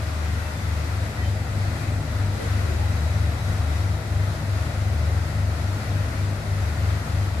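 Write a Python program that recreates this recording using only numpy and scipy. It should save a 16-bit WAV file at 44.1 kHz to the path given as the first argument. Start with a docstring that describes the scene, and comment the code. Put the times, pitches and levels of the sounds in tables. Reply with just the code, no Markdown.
"""A passenger ship's engines drone as it pushes up a fast river and under a stone bridge.
Two main diesels and two generators run slightly out of step, so their drone throbs and swells.
Swirling exhaust adds a dull roar, a turbocharger whistles thinly, and the bubbles of white water
rush and ping. Faint squeaks come from far along the bank, and the exhaust pipes give a hollow
note as they point at the listener."""
import sys
import numpy as np
from scipy import signal
from scipy.fft import rfft, irfft
from scipy.io import wavfile
from scipy.ndimage import uniform_filter1d

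SR = 44100
rng = np.random.default_rng(int(sys.argv[2]) if len(sys.argv) > 2 else 0)


def dump(signal):
    """Clip the signal to [-1, 1] and save it as 16-bit WAV at the path in sys.argv[1]."""
    limited = np.clip(np.atleast_2d(signal).T, -1, 1)
    pcm = np.round(limited * 32767).astype(np.int16)
    wavfile.write(sys.argv[1], SR, pcm)


N = 326340
TIME = np.arange(N) / SR


def gain_of(db):
    """Turns decibels into a number to multiply a sound by."""
    return 10 ** (np.asarray(db) / 20)


def evened(x):
    """Scales a signal so that its average strength (rms) is 1."""
    return x / np.sqrt(np.mean(x ** 2) + 1e-20)


def level_at(points, hz):
    """Joins the points of a (frequency, level) table along a logarithmic frequency axis."""
    point_hz, db = np.transpose(points)
    return np.interp(np.log(hz + 1), np.log(point_hz + 1), db)


def wander(rate_hz):
    """A random wobble (complex numbers, strength 1), no faster than about the given rate."""
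    hz = np.fft.fftfreq(N, 1 / SR)
    noise = rng.standard_normal(N) + 1j * rng.standard_normal(N)
    return evened(np.fft.ifft(noise * np.exp(-.5 * (hz / rate_hz) ** 2)))


def facing(at_s, width_s):
    """1 when a moving source points at the listener, falling toward 0 long before and after."""
    return 1 / (1 + ((TIME - at_s) / width_s) ** 2)


def hidden(clear_s=1.64):
    """How much the back of the ship is still hidden: from 1 down to 0."""
    return np.maximum(1 - TIME / clear_s, 0)


def engine_pair(engines, in_step_s, roughness):
    """Two engines at nearly the same speed: their tones take turns adding up and cancelling."""
    pipe_phase, out = rng.random(64), np.zeros(N)
    for shaft_hz, level_db, tones in engines:
        turns = np.cumsum(shaft_hz * np.ones(N)) / SR
        turns -= np.interp(in_step_s, TIME, turns)  # at this moment both fire together
        for multiple, db in tones:
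            per_cycle = round(2 * multiple)  # a four-stroke cycle takes two turns
            uneven = 1 + roughness * wander(rate_hz=3.65)  # no two firings are alike
            tone = uneven * np.exp(2j * np.pi * (per_cycle * turns / 2 + pipe_phase[per_cycle]))
            out += np.sqrt(2) * gain_of(level_db + db) * tone.real
    return out * gain_of([[1.5], [-1.7]])  # left, right


# Tones of six cylinders firing three times a turn: (pitch [times shaft speed], relative level [dB])
DIESEL_TONES = [(3, -33), (4, -31), (5, -38), (6, 1.5), (7, -16.5), (9, -8.5), (12, -12.5), (18, -28.5),
                (24, -26)]

def diesels(port_hz=12.788, starboard_hz=12.84, creep_hz_per_s=.0066, turned_away_db=-4):
    """The main engines swell about every two seconds, ever sooner as one shaft creeps up in speed."""
    # loudest while the exhaust pipes face the bank
    level_db = -33 + turned_away_db * (1 - facing(at_s=4.14, width_s=1.75))
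    port = (port_hz, level_db, DIESEL_TONES)
    starboard = (starboard_hz + creep_hz_per_s * TIME, level_db, DIESEL_TONES)
    return engine_pair([port, starboard], in_step_s=3.2, roughness=0.13)


# Tones of the faster and the slower generator: (pitch [times shaft speed], relative level [dB])
FAST_TONES = [(2, -18.5), (3, -6.5), (3.5, -23), (4, 1), (5, -15), (6, -15), (8.5, -17)]
SLOW_TONES = [(2, -16), (3, -5), (4, 2), (5, -21.5), (6, -13), (8.5, -28)]
# The slower generator's drifting speed: (time [s], shaft speed [turns per second])
SLOW_SPEED = [(0, 24.24), (2.8, 24.22), (4.2, 24.31), (5.7, 24.06), (6.6, 24.25)]

def generators(fast_hz=25.02, hidden_db=-7):
    """One generator holds its speed, the other drifts just below: they throb three times a second."""
    drop_db = hidden_db * hidden()
    slow_hz = np.interp(TIME, *np.transpose(SLOW_SPEED))
    fast = (fast_hz, -29.5 + drop_db, FAST_TONES)
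    slow = (slow_hz, -33 + drop_db, SLOW_TONES)
    return engine_pair([fast, slow], in_step_s=2.876, roughness=0.06)


# Tone colour of the exhaust and propeller roar: (frequency [Hz], relative level [dB])
ROAR_COLOUR = [(15, -18.5), (28, -18), (44, -5), (55, 0), (85, -8), (108, -1), (135, -6.5), (170, -7.5),
               (240, -8.5), (320, -10.5), (420, -15.5), (640, -10.5), (900, -20), (1500, -43), (4000, -56)]

def exhaust_roar(level_db=-34.5, hidden_db=-2, spread_hz=1500, bass_spread=0.034):
    """Swirling exhaust gas makes noise: nearly the same in both ears in the bass, wider higher up."""
    hz = np.fft.rfftfreq(N, 1 / SR)
    middle, side = rfft(rng.standard_normal((2, N))) * gain_of(level_at(ROAR_COLOUR, hz))
    side *= np.minimum(bass_spread + hz / spread_hz, 1)
    roar = evened(irfft(np.array([middle + side, middle - side]), N))
    return roar * gain_of(level_db + hidden_db * hidden()) * gain_of([[1.2], [-1.4]])


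# Tone colour of the white water in each ear: (frequency [Hz], relative level [dB])
LEFT_COLOUR = [(100, -10), (350, -6.5), (600, -5.5), (1050, -1), (1900, -3.5), (2550, -6), (2900, -13),
               (4400, -11), (5600, -15.5), (8300, -20), (9600, -20.5), (12800, -29), (14500, -38)]
RIGHT_COLOUR = [(100, -19), (350, -15), (600, -10), (1050, -5.5), (1900, -6.5), (2500, -13), (3500, -14.5),
                (6300, -18.5), (7900, -19.5), (8800, -29), (10100, -20.5), (12000, -23), (13200, -25.5),
                (14500, -30)]
# Louder bands in the rush between bank and bridge:
# (frequency [Hz], width [Hz], left boost [dB], right boost [dB])
WATER_BANDS = [(605, 107, 2, 1), (1385, 175, 4.5, 3), (1944, 165, 4.5, 2.5)]

def white_water(churn_db=-38.5, foam_db=-44, flicker_db=0.74, swell_db=0.31):
    """Countless bubbles merge into a rush that flickers in patches as waves fold over."""
    frames = dict(nperseg=1024, noverlap=768)
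    hz, _, spectrum = signal.stft(rng.standard_normal((2, N)), SR, **frames)
    colour_db = np.array([level_at(LEFT_COLOUR, hz), level_at(RIGHT_COLOUR, hz)])
    for centre_hz, width_hz, left_db, right_db in WATER_BANDS:
        hump = np.exp(-.5 * (1.52 * (hz - centre_hz) / width_hz) ** 2)
        colour_db += np.outer([left_db, right_db], hump)
    patches = uniform_filter1d(rng.standard_normal(spectrum.shape), size=14, axis=1)  # smooth in pitch
    patches = evened(uniform_filter1d(patches, size=12, axis=2))  # and in time
    spectrum *= gain_of(colour_db[:, :, None] + flicker_db * patches)
    foam_share = 1 / (1 + (2800 / (hz[:, None] + 1)) ** 6)  # the smallest bubbles make the hiss
    churn = evened(signal.istft(spectrum * (1 - foam_share), **frames)[1][:, :N])
    foam = evened(signal.istft(spectrum * foam_share, **frames)[1][:, :N])
    water = churn * gain_of(churn_db) + foam * gain_of(foam_db)
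    return water * gain_of(swell_db * wander(rate_hz=2.6).real)


def splashes(level_db=-56, per_s=420, fade_cycles=5, spread_db=5.0, pitches=24):
    """Nearer drops and bursting bubbles make short, slightly rising pings of very unequal size."""
    out = np.zeros((2, N))
    for hz in np.geomspace(900, 12000, pitches):
        cycles = np.arange(2048) * hz / SR
        rise = 1 + 0.0087 * np.tanh(cycles / fade_cycles)
        ping = np.exp(-cycles / fade_cycles) * np.sin(2 * np.pi * cycles * rise)
        size = gain_of(spread_db * np.minimum(rng.exponential(1, (2, N)), 5))
        bursts = size * (rng.random((2, N)) < per_s / pitches / SR)
        out += signal.oaconvolve(bursts, ping[None], axes=1)[:, :N] * (hz / 900) ** -.15
    return gain_of(level_db) * evened(out)


# The whistle and its octave, each sent out in a beam: (pitch [times whistle pitch], level [dB],
# loudest at [s], beam half-width [s], left boost [dB], right boost [dB])
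WHISTLE_TONES = [(1, -58, 2.95, 1.8, 6.5, 0.5), (2, -63, 2.2, 1.5, 0, 3.5)]

def turbocharger(centre_hz=3888, fall_hz=34, passing_s=3.7, fall_s=1.0, off_beam_db=-12.5):
    """Spinning blades whistle, and the pitch sinks as the ship goes by."""
    hz = centre_hz - fall_hz / 2 * np.tanh((TIME - passing_s) / fall_s)
    cycles, out = np.cumsum(hz) / SR, np.zeros((2, N))
    for multiple, db, at_s, width_s, left_db, right_db in WHISTLE_TONES:
        tone = np.exp(2j * np.pi * multiple * cycles)
        # each ear gets a steady core plus a blur from water and stone
        paths = np.array([.6 * np.exp(2j * np.pi * rng.random()) + wander(20) for ear in range(2)])
        beam_db = db + off_beam_db * (1 - facing(at_s, width_s))
        out += evened((paths * tone).real) * gain_of(beam_db) * gain_of([[left_db], [right_db]])
    return out


# Faint squeaks and hoots: (time [s], length [s], pitch [Hz], level [dB])
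FAR_SQUEAKS = [(.36, 0.44, 3540, -68), (0.374, 0.19, 2650, -61.5), (0.427, 0.14, 927, -57.5),
               (1.151, .1, 1930, -54), (1.198, 0.1, 3100, -62.5), (2.31, 0.23, 451, -51.5),
               (2.487, 0.39, 368, -54), (2.758, 0.15, 827, -53.5)]

def squeaks(blur_hz=16):
    """Brief thin tones from far along the bank, blurred by echoes."""
    out = np.zeros((2, N))
    blur = np.array([wander(blur_hz), wander(blur_hz)])
    for start_s, length_s, hz, db in FAR_SQUEAKS:
        swell = np.sin(np.pi * np.clip((TIME - start_s) / length_s, 0, 1))
        tone = (blur * np.exp(2j * np.pi * hz * TIME)).real
        out += np.sqrt(2) * gain_of(db) * swell * tone
    return out


def hollow_pipes(pitch_hz=262, blur_hz=32, level_db=-43):
    """The exhaust pipes' hollow note stands out briefly while they point at the bank."""
    note = evened((wander(blur_hz) * np.exp(2j * np.pi * pitch_hz * TIME)).real)
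    return note * gain_of(level_db) * facing(at_s=1.92, width_s=0.36) * gain_of([[1.2], [-1.4]])


def scene():
    """Ship and river, heard from the bank."""
    rumble = diesels() + generators() + exhaust_roar()
    return rumble + white_water() + splashes() + turbocharger() + squeaks() + hollow_pipes()


def record(dry, cutoff_hz=14550):
    """Cuts away the very highest treble."""
    low_pass = signal.firwin(767, cutoff_hz, window=("kaiser", 9), fs=SR)
    return signal.oaconvolve(dry, low_pass[None], "same")


dry = scene()
out = record(dry)
dump(out)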